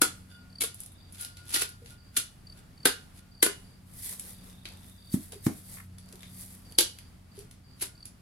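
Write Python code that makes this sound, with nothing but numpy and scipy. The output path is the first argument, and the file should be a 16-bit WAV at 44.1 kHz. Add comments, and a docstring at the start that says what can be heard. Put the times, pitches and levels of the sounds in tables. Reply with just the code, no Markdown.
"""A steel shovel clanks and scrapes in stony garden soil: jabbed, levered, then stamped in twice by a boot.
The edge grinds on stones and the blade's modes ring briefly; the wooden shaft knocks dully.
Grass and trousers rustle, a rubber sole slips, and house walls answer with a short echo.
Crickets chirp with their wings over outdoor air and a low machine hum."""
import sys
import numpy as np
from scipy import signal
from scipy.fft import rfft, irfft, next_fast_len
from scipy.io import wavfile
from scipy.ndimage import map_coordinates

SR = 44100
rng = np.random.default_rng(int(sys.argv[2]) if len(sys.argv) > 2 else 0)


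def to_wav(sig):
    """Store sig (one row per channel, or 1-D mono) as 16-bit WAV at the path in sys.argv[1].

    Samples outside -1..1 are clipped; the rate is SR.
    """
    pcm = np.clip(np.atleast_2d(sig), -1, 1) * 32767
    pcm = np.round(pcm).astype(np.int16)
    wavfile.write(sys.argv[1], SR, pcm.T)  # frames by channels


N = 362061

# Spectrum of grit on steel. Each row: frequency in Hz, level in dB.
GRIT_SPECTRUM = [(200, -21), (400, -14), (1000, -17), (2500, -7), (4500, -5.5), (6200, -9), (8600, -6.5),
                 (9900, -4), (10700, 4), (11600, -6), (12500, -9.5), (16000, -25)]
# Spectrum of crunching soil. Each row: frequency in Hz, level in dB.
SOIL_SPECTRUM = [(100, -41.5), (400, 3), (800, -2.5), (1400, -6), (2100, -9.5), (3500, -17.5),
                 (7000, -13.5), (16000, -61.5)]
# Boot on the blade's step. Each row: start in seconds, level in dB, relative soil crunch in dB.
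BOOT_STAMPS = [(5.1387, -10, 6.5), (5.464, -7.5, 14)]


def amp(db):
    """Decibels to gain."""
    return 10 ** (np.asarray(db) / 20)


def unit_rms(x):
    """Scale to rms 1."""
    return x / np.sqrt(np.mean(x ** 2) + 1e-20)


def curve_at(points, hz):
    """Interpolate (Hz, value) points on a log axis."""
    point_hz, values = np.transpose(points)
    return np.interp(np.log(hz + 1), np.log(point_hz + 1), values)


def wobble(rate_hz):
    """Smooth random curve, rate_hz knots a second."""
    knots = rng.standard_normal(int(N * rate_hz / SR) + 4)
    return map_coordinates(knots, [np.arange(N) * rate_hz / SR])


def swell(peak_s, rise_s, fall_s, roundness=1):
    """Gain of 1 at peak_s, 20 dB lower rise_s before and fall_s after."""
    t = np.arange(N) / SR - peak_s
    return amp(-20 * np.minimum(np.maximum(-t / rise_s, t / fall_s), 10) ** roundness)


def damped(hz, t60_s, attack_s):
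    """One decaying sine mode."""
    t = np.arange(SR // 2) / SR
    return amp(-60 * t / t60_s) * (1 - np.exp(-t / attack_s)) * np.sin(2 * np.pi * hz * t)


def add(track, start_s, sound):
    """Mix a sound into a track in place."""
    start = max(round(start_s * SR), 0)
    part = sound[..., :track.shape[-1] - start]
    track[..., start:start + part.shape[-1]] += part


def filtered(x, response):
    """FFT filter with gain response(Hz)."""
    n = x.shape[-1]
    size = next_fast_len(n + 8192)
    return irfft(rfft(x, size) * response(np.fft.rfftfreq(size, 1 / SR)), size)[..., :n]


def coloured(x, response_db, size=2048):
    """Minimum-phase filter with level response_db(Hz)."""
    cepstrum = irfft(np.log(amp(response_db(np.fft.rfftfreq(size, 1 / SR)))))
    cepstrum[1:size // 2] *= 2
    cepstrum[size // 2 + 1:] = 0
    impulse = irfft(np.exp(rfft(cepstrum)))
    return signal.fftconvolve(x, impulse[None], axes=1)[:, :x.shape[-1]]


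def spread(pair):
    """Two unrelated signals become left and right, nearly mono in the bass."""
    # Stereo image. Each row: frequency in Hz, left-right correlation.
    correlation = [(150, 0.93), (300, 0.56), (500, 0.077), (1200, 0.083), (3000, 0.17), (12000, 0.12)]
    angle = lambda hz: np.arccos(np.clip(curve_at(correlation, hz), -1, 1)) / 2
    mid, side = filtered(pair, lambda hz: np.array([np.cos(angle(hz)), np.sin(angle(hz))]))
    return np.array([mid + side, mid - side])


def off_centre(x, lag_s=0.00003):
    """A source slightly to the right arrives later on the left."""
    return filtered(x, lambda hz: np.exp(-2j * np.pi * lag_s * np.outer([0.5, -0.5], hz)))


def grains(n, rate_hz, scatter_db):
    """Stereo friction noise: tiny slips of random size, rms 1."""
    knots = np.minimum(rng.standard_normal(int(n * rate_hz / SR) + 2), 2)
    sizes = amp(scatter_db * np.interp(np.arange(n) * rate_hz / SR, np.arange(len(knots)), knots))
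    return unit_rms(spread(sizes * rng.standard_normal((2, n))))


def rush(spectrum, rate_hz, scatter_db):
    """Scene-long grainy noise with a (Hz, dB) spectrum, rms 1."""
    return unit_rms(filtered(grains(N, rate_hz, scatter_db), lambda hz: amp(curve_at(spectrum, hz))))


def crackle(rate_hz=70, scatter_db=4, t60_s=0.0065):
    """Sparse ticks of loose grit, rms 1."""
    ticks = (rng.random(N) < rate_hz / SR) * amp(scatter_db * np.minimum(rng.standard_normal(N), 1.5))
    t = np.arange(SR // 100) / SR
    envelope = signal.fftconvolve(ticks, amp(-60 * t / t60_s))[:N]
    bursts = envelope * spread(rng.standard_normal((2, N)))
    return unit_rms(filtered(bursts, lambda hz: amp(curve_at(GRIT_SPECTRUM, hz))))


def grind(rise_s, crumble_db, crumble_t60_s):
    """Contact force of unit energy: a burst of slips, then crumbling soil."""
    t = np.arange(SR // 2) / SR
    progress = t / rise_s
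    burst = progress ** 2 * np.exp(2 - 2 * progress)
    crumble = amp(crumble_db - 60 * t / crumble_t60_s) * np.minimum(progress, 1)
    force = (burst + crumble) * grains(len(t), rate_hz=1300, scatter_db=4.5)
    return force / np.linalg.norm(force, axis=1, keepdims=True)


def wall_echo(x, wet_db, build_s=0.0028, late_db=-27, late_t60_s=0.66):
    """x plus the walls' answer: a short dense echo and a faint longer one."""
    # Decay of the short echo. Each row: frequency in Hz, t60 in seconds.
    early_t60 = [(150, 0.1), (500, 0.21), (2000, 0.23), (6000, 0.24), (11000, 0.14), (16000, 0.07)]
    hz, t, noise = signal.stft(spread(rng.standard_normal((2, SR // 2))), SR, nperseg=256)
    decay = amp(-60 * t / curve_at(early_t60, hz)[:, None]) + amp(late_db - 60 * t / late_t60_s)
    tail = signal.istft(noise * decay * (1 - np.exp(-t / build_s)), SR, nperseg=256)[1]
    tail *= amp(wet_db) / np.linalg.norm(tail[0])
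    return x + signal.fftconvolve(x, tail, axes=1)[:, :x.shape[1]]


def outdoor_air():
    """Faint, bass-heavy noise."""
    # Air spectrum. Each row: frequency in Hz, level in dB.
    spectrum = [(12, -33), (20, -3), (107, -1), (248, -9.5), (301, -15), (499, -22), (678, -20.5),
                (976, -24.5), (1220, -23.5), (4060, -31), (4670, -28), (5850, -34.5), (10800, -32.5),
                (14700, -40), (16000, -49)]
    return amp(-54) * rush(spectrum, rate_hz=14, scatter_db=1.5)


def machine_hum(low_db=-59, swell_s=0.12):
    """Four wavering hum lines; the low pair swells briefly, the upper pair drifts in level."""
    # Hum lines. Each row: frequency in Hz, relative level in dB.
    partials = [(91, 1), (127, -8.5), (184, 1.5), (252, -9)]
    # Swells of the low pair. Each row: peak time in seconds, level in dB.
    low_swells = [(5.91, -50), (6.35, -56)]
    # Envelope of the upper pair. 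Each row: time in seconds, level in dB.
    upper_levels = [(0, -60), (.5, -56.5), (.8, -68.5), (4, -64.5), (4.5, -59), (5.1, -64.5), (6.35, -54),
                    (7.2, -66.5), (8.2, -64.5)]
    t = np.arange(N) / SR
    low = amp(low_db) + sum(amp(db) * swell(s, swell_s, swell_s, roundness=2) for s, db in low_swells)
    upper = amp(np.interp(t, *np.transpose(upper_levels)))
    lines = [amp(db + 2 * wobble(1.2)) * np.sin(2 * np.pi * hz * t + 0.8 * wobble(4.9))
             for hz, db in partials]
    return amp(2) * (low * (lines[0] + lines[1]) + upper * (lines[2] + lines[3]))


def trill_band(trills, hz, width_hz, stroke_hz, ramp_s=0.0067):
    """Distant trills, blurred into a narrow pulsing band of noise."""
    t = np.arange(N) / SR
    gate = sum(amp(db) * np.clip(np.minimum(t - start_s, end_s - t) / ramp_s, 0, 1)
               for start_s, end_s, db in trills)
    strokes = 1 + 0.64 * np.sin(2 * np.pi * stroke_hz * t + 2.2 * wobble(6.5))
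    band = filtered(rng.standard_normal((2, N)), lambda f: 1 / (1 + ((f - hz) / width_hz) ** 4))
    return wall_echo(gate * strokes * unit_rms(band), wet_db=-6.5)


def far_crickets(first_s=0.31, period_s=0.333, length_s=0.125, level_db=-68, rest_s=2.2, resume_s=3.2):
    """One cricket trills like clockwork, with one rest; a lower voice joins three times."""
    # Trills of the lower voice. Each row: start in seconds, end in seconds, level in dB.
    low_trills = [(.7, 1.12, -71.5), (4.3, 5.15, -68.5), (6.2, 6.3, -63)]
    starts_s = np.arange(first_s, N / SR, period_s)
    high_trills = [(s, s + length_s, level_db) for s in starts_s if not rest_s < s < resume_s]
    high = trill_band(high_trills, hz=4663, width_hz=150, stroke_hz=44)
    return high + trill_band(low_trills, hz=3650, width_hz=250, stroke_hz=26)


def near_cricket(hz=4600, pitch_drop=0.065, width_s=0.0025, stroke_hz=36):
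    """Each wing stroke is a short, slightly rough falling note; strokes grow louder through a chirp."""
    # Each row: first and last stroke in seconds, level of the last in dB, growth in dB per second.
    chirps = [(0.502, 0.587, -39, 178), (2.473, 2.527, -43, 18), (2.779, 2.834, -45, 47),
              (3.326, 3.406, -47, 107), (5.024, 5.124, -43.5, 146), (6.673, 6.753, -45, 120),
              (7.955, 8.031, -41.5, 202)]
    out, t = np.zeros(N), np.arange(-SR // 50, SR // 50) / SR
    for first_s, last_s, last_db, db_per_s in chirps:
        for s in np.linspace(first_s, last_s, 1 + round((last_s - first_s) * stroke_hz)):
            roughness = 0.05 * np.cumsum(rng.standard_normal(len(t)))
            phase = 2 * np.pi * hz * (t - pitch_drop * t ** 2 / (8 * width_s)) + roughness
            note = np.exp(-0.5 * (t / width_s) ** 2) * (np.sin(phase) + amp(-17.5) * np.sin(2 * phase))
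            start_s = s + t[0] + rng.normal(0, 0.00063)
            db = last_db - db_per_s * (last_s - s) + rng.normal(0, 1.9)
            add(out, start_s, amp(db) * note)
    return wall_echo(np.array([out, out]), wet_db=-12.5)


def leg_rustle(flutter_db=0.9, trouser_db=-34.5, trouser_s=0.026):
    """Legs brush grass while feet shift on loose soil; the trousers swish with each stamp."""
    # Each row: peak time in seconds, swish and soil crunch in dB, rise and fall in seconds.
    leg_moves = [(4.05, -38.5, -64.5, 0.13, .13), (4.13, -44.5, -54.5, 0.11, 0.03),
                 (4.3, -46, -57.5, 0.19, 0.075), (4.48, -57, -58.5, 0.15, 0.14),
                 (4.68, -63.5, -56, 0.061, 0.17), (4.88, -57, -68, .15, 0.14),
                 (5.23, -49.5, -76, 0.2, 0.15), (5.325, -56, -48, 0.01, 0.031),
                 (5.57, -52, -66, 0.21, 0.15), (5.74, -45.5, -60.5, 0.12, 0.11),
                 (6.14, -62.5, -56.5, 0.19, 0.27), (6.42, -44.5, -64.5, 0.15, 0.1),
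                 (6.51, -53, -64.5, .05, 0.16), (6.72, -59.5, -58.5, 0.092, 0.069)]
    # Spectrum of grass and cloth. Each row: frequency in Hz, level in dB.
    swish_spectrum = [(1180, -35.5), (2000, -13), (2810, -23.5), (3400, -15), (6760, -14), (9330, -4.5),
                      (10700, -2.5), (12300, -5.5), (16000, -21)]
    swish = sum(amp(trouser_db) * swell(s, trouser_s, trouser_s) for s, _, _ in BOOT_STAMPS)
    crunch = np.zeros(N)
    for peak_s, swish_db, crunch_db, rise_s, fall_s in leg_moves:
        move = swell(peak_s, rise_s, fall_s, roundness=1.13)
        swish += amp(swish_db) * move
        crunch += amp(crunch_db) * move
    brushing = amp(flutter_db * wobble(45)) * swish * rush(swish_spectrum, rate_hz=610, scatter_db=3)
    soil = crunch * (amp(-3) * rush(SOIL_SPECTRUM, rate_hz=220, scatter_db=4.5) + amp(0.5) * crackle())
    return wall_echo(brushing + soil, wet_db=-6.5)


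def sole_slips():
    """Rubber catches on the soil and lets go with a short rasp."""
    # Each row: time in seconds, level in dB.
    slips = [(5.772, -42.5), (5.784, -40.5), (5.802, -39)]
    spectrum = [(500, -25), (1100, -3), (2100, 0), (3300, -20), (8000, -35)]
    out = np.zeros((2, N))
    for s, db in slips:
        force = grind(0.0024, crumble_db=-15, crumble_t60_s=0.061)
        add(out, s - 0.002, amp(db + 31) * coloured(force, lambda hz: curve_at(spectrum, hz)))
    return wall_echo(out, wet_db=-9.5)


def shaft_knocks():
    """The levered wooden shaft bumps with one damped note."""
    # Each row: start in seconds, level in dB, pitch in Hz.
    knocks = [(1.819, -50, 470), (4.653, -48.5, 334), (5.326, -48, 445), (5.355, -46, 398),
              (6.135, -50, 370), (7.377, -43, 396), (7.405, -51.5, 420)]
    out = np.zeros((2, N))
    for start_s, db, hz in knocks:
        add(out, start_s, amp(db + 7) * damped(hz, t60_s=0.068, attack_s=0.0031))
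    return wall_echo(out, wet_db=-5)


def blade_ring(force, ring_db, max_t60_s, favoured_hz=0, favour_db=7):
    """A force drives the blade's modes; the contact point favours some, the soil's grip caps t60."""
    # Blade modes. Each row: frequency in Hz, level in dB, t60 in seconds.
    modes = [(476, -19, 0.14), (895, -13, 0.22), (1431, -1.5, 0.45), (1516, -7, .18), (2000, -17.5, .15),
             (2900, -4, 0.3), (3516, 6, 0.084), (4500, -2.5, 0.11), (4790, 1, 0.11), (5530, -7, 0.12),
             (7060, -4.5, .12), (8800, -4.5, 0.12), (10800, -4.5, .12), (10240, -5, .13)]
    t = np.arange(SR // 2) / SR
    hz, db, t60_s = np.transpose(modes)[:, :, None]
    boost_db = favour_db * np.exp(-(10 * (favoured_hz / hz - 1)) ** 2)
    level_jitter, pitch_jitter = rng.standard_normal((2, len(modes), 1))
    phase = rng.uniform(0, 2 * np.pi, (len(modes), 1)) + 0.57 * rng.standard_normal((2, len(modes), 1))
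    envelopes = amp(db + boost_db + 2 * level_jitter - 60 * t / np.minimum(t60_s, max_t60_s))
    tones = envelopes * np.sin(2 * np.pi * hz * (1 + 0.001 * pitch_jitter) * t + phase)
    return signal.fftconvolve(force, amp(ring_db) * tones.sum(axis=1), axes=1)[:, :force.shape[1]]


def pebble_ticks():
    """Small stones tick on the blade: light, very short contacts, mostly treble."""
    # Each row: time in seconds, level in dB, relative rasp in dB.
    pebbles = [(0.6459, -26, -28.5), (0.7434, -31.5, -35), (0.802, -25.5, -32), (0.834, -33, -21),
               (0.8606, -33.5, -22), (0.919, -41, -39), (1.1233, -37, -31), (1.2095, -22.5, -35),
               (1.2472, -27, -12), (1.3692, -39.5, -6), (1.69, -33, -28), (1.8591, -43.5, -3.5),
               (4.1952, -24, -21.5), (4.6538, -37, 1.5), (5.3203, -33, -12), (5.9823, -38, -13.5),
               (6.2297, -41.5, -3.5), (6.986, -34.5, -12.5), (7.3886, -36.5, -16), (7.51, -40.5, -12),
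               (8.0532, -30.5, -17.5)]
    out = np.zeros((2, N))
    for s, db, rasp_db in pebbles:
        force = grind(0.0018, crumble_db=-12, crumble_t60_s=0.13)
        tilt = [(4000, rasp_db + 13), (9000, 0.0056)]
        tick = amp(db + 22) * coloured(force, lambda hz: curve_at(GRIT_SPECTRUM, hz) + curve_at(tilt, hz))
        ring = blade_ring(tick, ring_db=-57, max_t60_s=0.23)
        add(out, s - 0.0002, wall_echo(tick + ring, wet_db=-3.5))
    return out


def blade_scrapes():
    """Grit drags along the blade and keeps its modes singing."""
    # Each row: peak time in seconds, level in dB, rise and fall in seconds, freedom to ring in dB.
    scrapes = [(.31, -59.5, .05, .1, 18), (.8, -52.5, 0.055, 0.083, -12), (1.15, -53.5, 0.053, 0.042, 8),
               (1.216, -39.5, 0.056, 0.085, 3.5), (1.4, -64, .08, 0.024, 17), (1.55, -26, 0.058, 0.084, -2),
               (1.62, -27.5, .03, 0.032, -26), (1.905, -49.5, .08, 0.053, 3.5), (2.158, -49, .03, 0.039, 4),
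               (2.59, -57, 0.089, .03, 1.5), (3.188, -52, 0.06, 0.024, 1.5), (7.388, -52, 0.056, 0.086, -3),
               (7.824, -32.5, 0.027, 0.054, -14)]
    pressure, shaking = np.zeros((2, N))
    for peak_s, db, rise_s, fall_s, free_db in scrapes:
        stroke = amp(db) * swell(peak_s, rise_s, fall_s)
        pressure += stroke
        shaking += amp(free_db) * stroke
    drag = pressure * (rush(GRIT_SPECTRUM, rate_hz=360, scatter_db=4) + amp(-8) * crackle(rate_hz=110))
    # Coarser stones shake the low modes, most where the soil holds the blade least.
    stone_spectrum = [(500, -20), (1400, 1.5), (3000, -3), (5000, -7.5), (11000, -4.5), (16000, -29.5)]
    force = shaking * rush(stone_spectrum, rate_hz=190, scatter_db=11.5)
    ring = blade_ring(force, ring_db=-50, max_t60_s=0.53)
    return amp(-1) * wall_echo(drag + ring, wet_db=-9.5)


def boot_stamps(push_hz=205, push_width_s=0.0019, push_delay_s=0.00524, shaft_hz=262, low_cut_hz=65):
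    """The sole drives the blade in with one low push; the shaft shudders and soil crunches."""
    out, t = np.zeros((2, N)), np.arange(SR // 2) / SR
    from_peak_s = t - push_delay_s
    envelope = np.exp(-0.5 * (from_peak_s / push_width_s) ** 2) * (1 - np.exp(-t / 0.0017))
    push = -envelope * np.cos(2 * np.pi * push_hz * from_peak_s + 0.5)
    shudder = amp(-7) * damped(shaft_hz, t60_s=0.096, attack_s=0.016)
    for start_s, db, crunch_db in BOOT_STAMPS:
        force = grind(0.0028, crumble_db=-11, crumble_t60_s=0.11)
        crunch = amp(crunch_db) * coloured(force, lambda hz: curve_at(SOIL_SPECTRUM, hz))
        add(out, start_s, amp(db) * wall_echo(push + shudder + crunch, wet_db=-6))
    # The stamps carry no deep bass: everything below about 65 Hz is cut away.
    return filtered(out, lambda hz: hz ** 3 / (hz ** 3 + low_cut_hz ** 3))


def contact_notes(knock_hz, clank_hz):
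    """Blade and stone, pressed together, sound two heavily damped groups of notes."""
    knock = damped(knock_hz, t60_s=0.047, attack_s=0.0016)
    knock += amp(-1) * damped(1.432 * knock_hz, t60_s=0.021, attack_s=0.0022)
    knock += amp(-11.5) * damped(2.5 * knock_hz, t60_s=0.072, attack_s=0.003)
    clank = damped(clank_hz, t60_s=0.04, attack_s=0.00057)
    clank += amp(-7) * damped(1.16 * clank_hz, t60_s=0.029, attack_s=0.0011)
    return knock, clank


def stone_strikes(cut_s=0.012, cut_db=-31, cut_rise_s=0.0017):
    """The edge cuts soil for an instant, then grinds on a stone that knocks and clanks; the blade rings."""
    # Each row: time in seconds, level in dB, relative knock, clank, rasp and edge in dB,
    # knock, clank and favoured ring frequencies in Hz.
    strikes = [(.017, -4.5, -19.5, -16, -17.5, -11.5, 306, 1450, 3465),
               (.607, -18, -23.5, -21.5, -12.5, -9.5, 312, 2260, 10800),
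               (.618, -17, -25.5, -18.5, -15.5, -9.5, 292, 2230, 10900),
               (.637, -20, -17.5, -21, -14.5, -9, 446, 1390, 10900),
               (1.542, -14, -26, -30, -12, -12.5, 298, 2090, 4500),
               (1.558, -14.5, -21.5, -17.5, -14.5, -18, 333, 1920, 10800),
               (1.617, -25.5, -13, -11.5, -9, -10, 433, 1490, 4500),
               (2.166, -14, -41, -21.5, -13, -11, 423, 1990, 1438),
               (2.171, -14.5, -24, -21, -15.5, -7.5, 263, 1427, 10800),
               (2.855, -3.5, -16.5, -15, -15.5, -13.5, 292.5, 1558, 4770),
               (3.426, -5.5, -20.5, -19, -17, -11.5, 464, 2053, 2900),
               (3.43, -3, -24, -26.5, -26, -16.5, 314, 1440, 2900),
               (3.463, -13.5, -13, -15.5, -19, -16, 412, 1480, 2900),
               (6.786, -5, -21, -24.5, -11.5, -10.5, 342, 2200, 890),
               (6.806, -10, -22, -25.5, -17.5, -11.5, 359, 1587, 4770),
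               (7.816, -28, -25, -25, -24.5, -6.5, 256, 2200, 10900),
               (7.822, -23, -16.5, -19, -29.5, -10, 388, 2165, 10800)]
    # Spectrum of steel on stone. Each row: frequency in Hz, level in dB.
    contact = [(60, -20.5), (190, -1), (290, 10), (480, 10), (660, -3), (830, -2.5), (1030, 2.5), (1600, 5),
               (2400, 3.5), (4500, 5), (5600, 0.5), (8500, 0), (10600, 9), (12500, -2.5), (16000, -18.5)]
    # The flat blade beams its treble unevenly. Each row: frequency in Hz, left minus right in dB.
    beam = [(300, 0), (1500, -1), (4200, -4), (5500, -2.5), (7500, 4.5), (10400, 5.5), (11800, -2.5)]
    out, cut_n = np.zeros((2, N)), round(cut_s * SR)
    cut_envelope = np.exp((np.arange(cut_n) - cut_n) / SR / cut_rise_s)
    for s, db, knock_db, clank_db, rasp_db, edge_db, knock_hz, clank_hz, ring_hz in strikes:
        force = np.pad(grind(0.0029, crumble_db=-5.5, crumble_t60_s=0.14), ((0, 0), (cut_n, 0)))
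        add(force, 0.0015, amp(cut_db) * cut_envelope * grains(cut_n, rate_hz=2200, scatter_db=2))
        bands = [(450, knock_db), (1200, clank_db), (2100, clank_db),
                 (3000, rasp_db), (5200, rasp_db), (7500, edge_db)]
        blow = amp(db + 28) * coloured(force, lambda hz: curve_at(contact, hz) + curve_at(bands, hz))
        blow += blade_ring(blow, ring_db=-51, max_t60_s=0.33, favoured_hz=ring_hz)
        knock, clank = contact_notes(knock_hz, clank_hz)
        add(blow, cut_s + 0.002, amp(db + knock_db + 4) * knock + amp(db + clank_db + 3.5) * clank)
        add(out, s - cut_s - 0.0012, wall_echo(blow, wet_db=-6))
    return filtered(out, lambda hz: amp(np.outer([0.5, -0.5], curve_at(beam, hz))))


def scene():
    """Shovel, digger, crickets, hum and air in stereo."""
    crickets = near_cricket() + far_crickets()
    shovel = stone_strikes() + pebble_ticks() + blade_scrapes() + boot_stamps() + shaft_knocks()
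    return off_centre(shovel) + leg_rustle() + sole_slips() + crickets + machine_hum() + outdoor_air()


def record(dry, ceiling=0.88, top_hz=16050):
    """Round off the tallest peaks, then cut everything above top_hz."""
    rounded = dry / (1 + (dry / ceiling) ** 6) ** (1 / 6)
    return filtered(rounded, lambda hz: hz < top_hz)


dry = scene()
out = record(dry)
to_wav(out)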